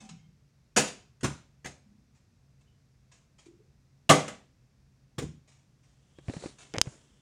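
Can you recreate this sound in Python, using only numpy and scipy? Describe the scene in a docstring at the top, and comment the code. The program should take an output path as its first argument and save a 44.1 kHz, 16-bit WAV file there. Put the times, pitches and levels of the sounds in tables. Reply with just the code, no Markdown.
"""In a small bedroom, part-filled plastic water bottles hit a bookcase, bounce off and drop on the carpet.
Each landing is a thud, a hollow knock and a crackle of thin plastic (decaying runs of clicks, coloured by
filters), with ringing wood and bottle walls. Gliding low notes are the water; dying clicks are the crinkling.
At the end the phone is grabbed: ringing bumps and snaps, a scrape and a sleeve's grainy hiss.
Soft filtered noise and one low drone are the air; squeaks of rubbed plastic come now and then."""
import sys
import numpy as np
from scipy import signal
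from scipy.fft import rfft, irfft
from scipy.io import wavfile

SR = 44100
rng = np.random.default_rng(int(sys.argv[2]) if len(sys.argv) > 2 else 0)


def int16_out(signal):
    """Quantize to a 16-bit WAV file."""
    q = np.round(np.clip(np.atleast_2d(signal).T, -1, 1) * 32767)
    wavfile.write(sys.argv[1], SR, q.astype(np.int16))


N = 317961
TOP_HZ = 16000  # highest pitch kept
SIZE = 32768  # samples in one short sound
AGE = np.arange(SIZE) / SR  # seconds since a short sound began
TIME = np.arange(N) / SR  # seconds since the scene began


def undb(db):
    """Turn decibels into a gain."""
    return 10 ** (np.asarray(db) / 20)


def add(out, start_s, sound):
    """Mix a sound into out from start_s on."""
    start = max(int(start_s * SR), 0)
    out[start:start + len(sound)] += sound[:N - start]


def along(hz, points):
    """Read a value between (pitch, value) points, with pitch on a log scale."""
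    pitch_hz, value = np.transpose(points)
    return np.interp(np.log(np.maximum(hz, 1)), np.log(pitch_hz), value)


def colour(sound, points, size=4096):
    """Filter a sound to the given (pitch_hz, level_db) curve without any sound before its start."""
    gain = undb(along(np.fft.rfftfreq(size, 1 / SR), points))
    # folding the cepstrum forward puts the filter's energy as early as possible
    cepstrum = irfft(np.log(gain))
    cepstrum[1:size // 2] *= 2
    cepstrum[size // 2 + 1:] = 0
    response = irfft(np.exp(rfft(cepstrum)))
    return signal.fftconvolve(sound, response)[:len(sound)]


def dull(sound, hz, order=4):
    """Take away the treble above hz."""
    return signal.sosfilt(signal.butter(order, min(hz, TOP_HZ), fs=SR, output="sos"), sound)


def resonate(sound, hz, sharpness):
    """Keep only the part of a sound that excites one resonance."""
    return signal.lfilter(*signal.iirpeak(hz, sharpness, fs=SR), sound)


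def burst(sound, db):
    """Give a short sound the energy of 50 ms at this level."""
    return sound * undb(db) / np.sqrt(np.sum(sound ** 2) / (SR / 20))


def peak(sound, db):
    """Scale a sound to this peak level."""
    return sound * undb(db) / np.abs(sound).max()


def fade(t60):
    """Die away by 60 dB in t60 seconds."""
    return np.exp(-np.log(1000) * AGE / t60)


def rise(build_s):
    """Swell smoothly from silence."""
    return 1 - np.exp(-AGE / build_s)


def flicker(time, rate):
    """Join random levels by straight lines, rate of them a second."""
    knots = rng.standard_normal(int(time[-1] * rate) + 2)
    return np.interp(time * rate, np.arange(len(knots)), knots)


def ring(modes, spread):
    """Ring (pitch_hz, level_db, t60_s) modes, each starting its wave up to spread seconds late."""
    total = np.zeros(SIZE)
    for hz, db, t60 in modes:
        age = np.maximum(AGE - spread * rng.random(), 0)
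        total += undb(db) * fade(t60) * np.sin(2 * np.pi * hz * age)
    return total


# how long the room's echo takes to fall by 60 dB: pitch_hz, t60_s
ROOM_FADES = [(80, .5), (210, 0.54), (560, 0.37), (1500, 0.37), (4000, 0.39), (7000, .33), (10000, 0.29),
              (15000, 0.26)]


def room(direct=3.0, early=2.9, early_t60=0.065, build_s=0.0015):
    """One path across the room: direct sound, strong near reflections, a tail with its own fade at each pitch."""
    noise = rfft(rng.standard_normal(SIZE))
    hz = np.fft.rfftfreq(SIZE, 1 / SR)
    centres, t60s = np.transpose(ROOM_FADES)
    tail = np.zeros(SIZE)
    for share, t60 in zip(np.eye(len(t60s)), t60s):
        band = irfft(noise * along(hz, np.c_[centres, share]))
        tail += band * fade(t60)
    tail *= (1 + early * fade(early_t60)) * rise(build_s)
    tail[0] += direct
    return tail


def across_room(sound):
    """Hear a short sound from the far side of the room."""
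    return signal.fftconvolve(sound, room())[:SIZE]


def crush(decay_s, rate=900, scatter_db=4.5, first=1.0):
    """Buckling or rubbing surfaces give a dying run of uneven clicks, about rate of them a second."""
    happens = rng.random(SIZE) < rate / SR
    strength = undb(scatter_db * rng.standard_normal(SIZE))
    clicks = happens * strength * rng.choice([-1, 1], SIZE)
    clicks[0] = first
    return clicks * np.exp(-AGE / decay_s)


# colour of the crackling plastic shell: pitch_hz, level_db (relative)
SHELL_COLOUR = [(300, -18.5), (900, -7.5), (1700, -0.5), (3000, 0), (4400, -3), (6800, 3.5), (9000, -2.5),
                (10500, -9.5), (12500, -27), (15500, -28.5)]


def crackle(clicks, db, limit_hz=14500, hz_per_db=130):
    """The thin shell crackles; fainter crackles are given a lower treble limit."""
    treble_limit_hz = limit_hz + hz_per_db * max(db + 18.5, -40)  # limit_hz holds at -18.5 dB
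    return burst(dull(colour(clicks, SHELL_COLOUR), treble_limit_hz, order=6), db)


# colour of the quiet air: pitch_hz, level_db (relative)
AIR_COLOUR = [(15, -44.5), (25, -10.5), (55, 1.5), (108, -6), (137, -3.5), (161, -12), (195, -7.5),
              (335, -19), (962, -28), (2690, -30.5), (2910, -35), (3520, -33.5), (5730, -30.5), (8360, -39),
              (16000, -51)]


def air(drone_hz=135, width_hz=22, drone_db=-69, hush_db=-66):
    """Quiet ventilation rumble that excites one low resonance of the room."""
    hush = colour(rng.standard_normal(N), AIR_COLOUR)
    drone = resonate(hush, drone_hz, drone_hz / width_hz)
    return hush / np.std(hush) * undb(hush_db) + drone / np.std(drone) * undb(drone_db)


# colour of the cloth hiss: pitch_hz, level_db (relative)
CLOTH_COLOUR = [(150, 7.5), (450, 5.5), (900, -1), (1500, -2.5), (2800, -6), (4200, -8.5), (5500, -3.5),
                (7500, -2.5), (10200, -11), (11600, -30.5), (16000, -35.5)]
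# sleeve strokes: fastest_s (time of the loudest moment), half_length_s (until it falls to 37 %),
# level_db (of the smooth hiss at its loudest, before graininess), rub_pitch_hz
SLEEVE_STROKES = [(6.335, 0.057, -55.5, 4060), (6.451, .06, -51, 4200), (6.701, 0.64, -68.5, 3187),
                  (6.894, .1, -60.5, 6800)]
DRAG_HZ = 4200  # pitch of a middling rub


def sleeve(grain_db=1.0, zip_db=-6, wander=0.028, top_hz=10600, drag_db=-8):
    """Cloth fibres slip in a grainy hiss; the weave zips at each stroke's pitch and snags rumble in the case."""
    out = np.zeros(N)
    hiss = colour(rng.standard_normal(N), CLOTH_COLOUR)
    snags = colour(rng.standard_normal(N) * undb(4.6 * flicker(TIME, 110)), THUD_COLOUR)
    for fastest_s, half_length_s, db, rub_hz in SLEEVE_STROKES:
        loudness = flicker(TIME, 1100)
        zip_hz = rub_hz * (1 + wander * flicker(TIME, 60))
        weave = loudness * np.sin(2 * np.pi * np.cumsum(zip_hz) / SR)
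        drag = undb(drag_db) * (DRAG_HZ / rub_hz) ** 2  # a slow, low rub snags more
        rub = hiss / np.std(hiss) + undb(zip_db) * weave / np.std(weave) + drag * snags / np.std(snags)
        out += rub * undb(db) * np.exp(-((TIME - fastest_s) / half_length_s) ** 2)
    smooth = dull(out + np.finfo(float).eps, top_hz, order=10)  # the tiny offset avoids slow arithmetic
    return smooth * undb(grain_db * flicker(TIME, 220))


# colour of a finger scuffing the case: pitch_hz, level_db (relative)
SCUFF_COLOUR = [(100, 2.5), (500, 8), (1300, -7), (2400, -9), (4000, -19), (8000, -24), (12000, -48.5)]


def scrape(start_s=6.739, length_s=0.027, case_hz=2190, level_db=-23, release_s=0.0024, sharpness=4, ring_db=5):
    """A finger drags over the phone case: a short, even run of slips makes it ring."""
    out = np.zeros(N)
    slips = colour(crush(0.82, rate=1600), SCUFF_COLOUR)
    slips *= np.exp(-np.maximum(AGE - length_s, 0) / release_s)
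    case = resonate(slips, case_hz, sharpness)
    add(out, start_s, peak(slips + undb(ring_db) * case, level_db))
    return out


# fingers bumping the phone: start_s, pitch_hz, peak_db
PHONE_BUMPS = [(6.186, 338, -39.5), (6.2836, 118, -24), (6.297, 264, -26.5), (6.337, 493, -33),
               (6.366, 168, -28), (6.424, 396, -37), (6.438, 576, -34), (6.4589, 318, -27.5),
               (6.744, 195, -33.5), (6.775, 109.4, -28), (6.785, 331, -28.5), (6.857, 410, -37),
               (6.871, 128, -28)]
BUMP_HZ, BUMP_T60_S, BUMP_DAMPING = 300, 0.027, 0.94  # a middling bump; decay falls with pitch to this power
SCUFF_DB, SCUFF_DB_PER_OCTAVE = -4, 4  # scuff relative to a middling bump; a higher bump scuffs more
TICK_HZ, TICK_DB, TICK_T60_S = 2220, -10, 0.0038  # tick of the case; level relative to the bump's note


def bumps(scuff_s=0.0077, press_s=0.00023):
    """Each bump rings and ticks in the case, heard dry, while skin sticks and slips in a scuff."""
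    out = np.zeros(N)
    for start_s, hz, db in PHONE_BUMPS:
        t60 = BUMP_T60_S * (BUMP_HZ / hz) ** BUMP_DAMPING
        note = ring([(hz, 0, t60), (TICK_HZ, TICK_DB, TICK_T60_S)], spread=0)
        add(out, start_s, peak(note * rise(press_s), db))
        scuff_db = db + SCUFF_DB + SCUFF_DB_PER_OCTAVE * np.log2(hz / BUMP_HZ)
        add(out, start_s, peak(colour(crush(scuff_s, rate=3700), SCUFF_COLOUR), scuff_db))
    return out


# ringing of the phone case: pitch_hz, level_db (relative), t60_s
CASE_MODES = [(350, -23.5, 0.01), (1120, -58, .004), (2193, -34, 0.0046), (3170, -6, 0.0075),
              (3890, -3.5, .008), (5086, 2.5, 0.007), (6420, 14.5, 0.002), (8610, -3.5, 0.0074),
              (10900, -4, 0.003), (14500, -6.5, .002)]
# the phone case snapping: start_s, peak_db (before its faint echo), hardness_hz (treble softens above this)
CASE_SNAPS = [(6.7388, -25.5, 4960), (6.7663, -29.5, 2480), (6.784, -8.5, 1804), (6.8148, 4, 9240)]


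def snaps(room_db=-33):
    """The case snaps and rings at many pitches at once, nearly dry, with a faint echo of the room."""
    out = np.zeros(N)
    for start_s, db, hardness_hz in CASE_SNAPS:
        snap = peak(dull(ring(CASE_MODES, spread=0.000099), hardness_hz, order=1), db)
        echo = across_room(snap)
        add(out, start_s, snap + undb(room_db) * echo * np.std(snap) / np.std(echo))
    return out


# faint squeaks of rubbed plastic: start_s, pitch_hz, level_db (energy as 50 ms at this level)
PLASTIC_SQUEAKS = [(.002, 775, -59), (.17, 2160, -75.5), (.173, 3166, -77), (2.66, 3020, -78.5),
                   (6.15, 3266, -71)]


def squeaks(sharpness=30, decay_s=0.057):
    """A run of tiny slips, heard across the room, excites one narrow resonance."""
    out = np.zeros(N)
    for start_s, hz, db in PLASTIC_SQUEAKS:
        slips = across_room(crush(decay_s))
        add(out, start_s, burst(resonate(slips, hz, sharpness), db))
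    return out


# the bottle flexing in the hand or rolling over:
# start_s, shell_db (crackle energy as 50 ms at this level), decay_s (clicks fall to 37 %)
BOTTLE_CRINKLES = [(.002, -58, 0.042), (0.09, -55.5, 0.00068), (1.208, -60.5, 0.0013),
                   (2.147, -74.5, 0.032), (2.608, -78, .011), (3.114, -63, 0.042), (3.382, -63.5, 0.021),
                   (3.456, -68.5, 0.0065), (5.474, -64.5, 0.067), (5.83, -72, 0.078), (6.583, -54.5, 0.042)]


def crinkles(knock_db=-7):
    """Light flexing crackles the shell and knocks the body more faintly, by knock_db."""
    out = np.zeros(N)
    for start_s, shell_db, decay_s in BOTTLE_CRINKLES:
        flex = across_room(crush(decay_s))
        knock = burst(colour(flex, KNOCK_COLOUR), shell_db + knock_db)
        add(out, start_s, crackle(flex, shell_db) + knock)
    return out


# the water gulps between throws: start_s, pitch_hz (at the start), peak_db (direct sound),
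# glide_octaves_per_s
WATER_GULPS = [(.003, 221, -46, -0.95), (.092, 171, -42.5, -.8), (1.859, 199.2, -54.5, .8),
               (1.936, 237, -59.5, 0.77), (3.461, 335, -47, .6), (3.592, 422, -61, .8)]
GULP_CYCLES = 150  # a gulp falls by 60 dB in this many cycles of its starting pitch
JOLT_DB, JOLT_T60_S, JOLT_GLIDE = 7.5, 0.29, .2  # jolt at a landing: peak over thud_db, decay, octaves per s


def water(swell_s=.005, wobble=0.81, room_db=-8):
    """Water and trapped air bounce with a low, unsteady note that bends with the pocket; the room blurs it."""
    out = np.zeros(N)
    notes = []
    for start_s, _, _, thud_db, *_, water_hz, lead_s in BOTTLE_LANDINGS:
        notes.append((start_s - lead_s, water_hz, thud_db + JOLT_DB, JOLT_T60_S, JOLT_GLIDE))
    for start_s, hz, db, glide in WATER_GULPS:
        notes.append((start_s, hz, db, GULP_CYCLES / hz, glide))
    for start_s, hz, db, t60, glide in notes:
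        phase = 2 * np.pi * np.cumsum(hz * 2 ** (glide * AGE)) / SR
        slosh = 1 + wobble * flicker(AGE, 150)
        note = np.sin(phase) * slosh * fade(t60) * rise(swell_s)
        blur = across_room(note * fade(0.037))
        add(out, start_s, peak(note, db) + peak(blur, db + room_db))
    return out


def floorboards(boom_hz=73.5, t60_s=0.39, boom_db=-5, swell_s=0.0046):
    """A bottle on the carpet makes the boards below boom, their peak set boom_db from thud_db."""
    out = np.zeros(N)
    boom = ring([(boom_hz, 0, t60_s)], spread=0) * rise(swell_s)
    for start_s, surface, _, thud_db, *_ in BOTTLE_LANDINGS:
        if surface == "carpet":
            add(out, start_s, peak(boom, thud_db + boom_db))
    return out


# a bottle lands or rebounds: start_s (full contact), surface, then four levels (energy as 50 ms, before the
# soft onset): knock_db, thud_db, shell_db (crackle), wall_db (bottle's own ring); then crush_s (shell clicks
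# fall to 37 %), wall_pitch_hz, water_pitch_hz (at the start), lead_s (edge touches this early; 0 = flat)
BOTTLE_LANDINGS = [(.770, "shelf", -29, -32.5, -23.5, -36, .011, 580, 214, 0.0082),
                   (.797, "shelf", -41.5, -40.5, -43, -41.5, .008, 1530, 200.6, 0.0012),
                   (.874, "shelf", -59, -74, -50, -56, .01, 1550, 214, 0.0015),
                   (1.241, "carpet", -39, -34, -37, -36.5, .011, 300, 138, 0.011),
                   (1.655, "carpet", -50, -47.5, -47.5, -48.5, 0.013, 1719, 138, .011),
                   (4.0975, "shelf", -19, -28.5, -23.5, -24, .004, 1170, 150, .006),
                   (4.108, "shelf", -24.5, -30.5, -30, -23, 0.0025, 501.9, 282, 0),
                   (4.278, "shelf", -46, -50.5, -48, -63, 0.0024, 700, 204, 0.00011),
                   (5.182, "carpet", -50.5, -38.5, -46.5, -41, .009, 351.8, 219.9, 0.0014),
                   (5.221, "carpet", -67, -38.5, -56, -48, .008, 390, 150, 0.0026)]
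EDGE_DB, EDGE_CRUSH = -5, .65  # the edge touches weaker, and with this share of the crush time
CAP_RATIO, CAP_DB = 2.45, 6  # on the hard shelf the stiff edge rings higher; gain added on top of EDGE_DB


def contacts():
    """A tilted bottle touches with its edge, then slaps down in full."""
    for start_s, surface, knock_db, thud_db, shell_db, wall_db, crush_s, wall_hz, _, lead_s in BOTTLE_LANDINGS:
        wood_db = knock_db + (-3 if surface == "shelf" else -5)  # ring of the bookcase
        if lead_s > 0:
            edge_hz, ring_db = wall_hz, wall_db
            if surface == "shelf":
                edge_hz, ring_db = wall_hz * CAP_RATIO, wall_db + CAP_DB
            edge_levels = np.array([knock_db, thud_db, shell_db, ring_db, wood_db]) + EDGE_DB
            yield start_s - lead_s, edge_levels, crush_s * EDGE_CRUSH, edge_hz
        yield start_s, (knock_db, thud_db, shell_db, wall_db, wood_db), crush_s, wall_hz


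# ringing bookcase panels: pitch_hz, level_db (relative)
BOOKCASE_PANELS = [(151, -6), (187, -5), (282, 0.5), (398, 0.5), (495, 0.5), (535, 0), (622, -1.5),
                   (684, -3.5), (788, -2.5), (980, -3.5), (1147, 0.5), (1260, 0.5), (1533, -4),
                   (1750, -8.5), (2045, -1), (2262, -8.5), (2930, -4), (3212, -6.5)]
# colour of the thump on a surface: pitch_hz, level_db (relative)
THUD_COLOUR = [(30, -30), (65, -12.5), (95, -6), (140, -3), (280, -1.5), (400, -7.5), (600, -23),
               (1500, -56)]
# colour of the hollow bottle body: pitch_hz, level_db (relative)
KNOCK_COLOUR = [(100, -22.5), (250, -9.5), (420, -2.5), (600, 2), (900, -0.5), (1250, -2.5), (1900, -7),
                (3000, -10), (5000, -22.5), (12000, -42)]


def bottles(wall_q=8, wall_t60=.3, wood_t60=0.29, seat_s=.0015):
    """Each contact thumps the surface, knocks the hollow body, buckles the shell and rings the bookcase."""
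    out = np.zeros(N)
    # wood_t60 is the decay at 500 Hz; higher modes die sooner
    panels = [(hz, db, wood_t60 * (500 / hz) ** 0.23) for hz, db in BOOKCASE_PANELS]
    for start_s, (knock_db, thud_db, shell_db, wall_db, wood_db), crush_s, wall_hz in contacts():
        blow = across_room(crush(crush_s / 2))
        thud = burst(colour(room() * fade(0.95), THUD_COLOUR), thud_db)
        knock = burst(colour(blow, KNOCK_COLOUR), knock_db)
        shell = crackle(across_room(crush(crush_s)), shell_db)
        wood = burst(ring(panels, spread=.008), wood_db)
        # cap, side or base: the part that lands sets the pitch of the bottle's own short ring
        wall = burst(resonate(blow, wall_hz, wall_q) * fade(wall_t60), wall_db)
        # the soft bottle takes a moment to press home
        add(out, start_s, (thud + knock + shell + wood + wall) * rise(seat_s))
    return out


def scene():
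    """Everything at one microphone."""
    background = air() + sleeve()
    phone = scrape() + bumps() + snaps()
    bottle = squeaks() + crinkles() + water() + floorboards() + bottles()
    return (background + phone + bottle)[None]


def record(dry, low_cut_hz=45, ceiling=.8):
    """The phone thins the deep bass, rounds the loudest peaks and cuts the top."""
    thin = signal.sosfilt(signal.butter(2, low_cut_hz, "high", fs=SR, output="sos"), dry)
    rounded = ceiling * np.tanh(thin / ceiling)
    return signal.sosfilt(signal.ellip(8, .2, 70, TOP_HZ, fs=SR, output="sos"), rounded)


dry = scene()
out = record(dry)
int16_out(out)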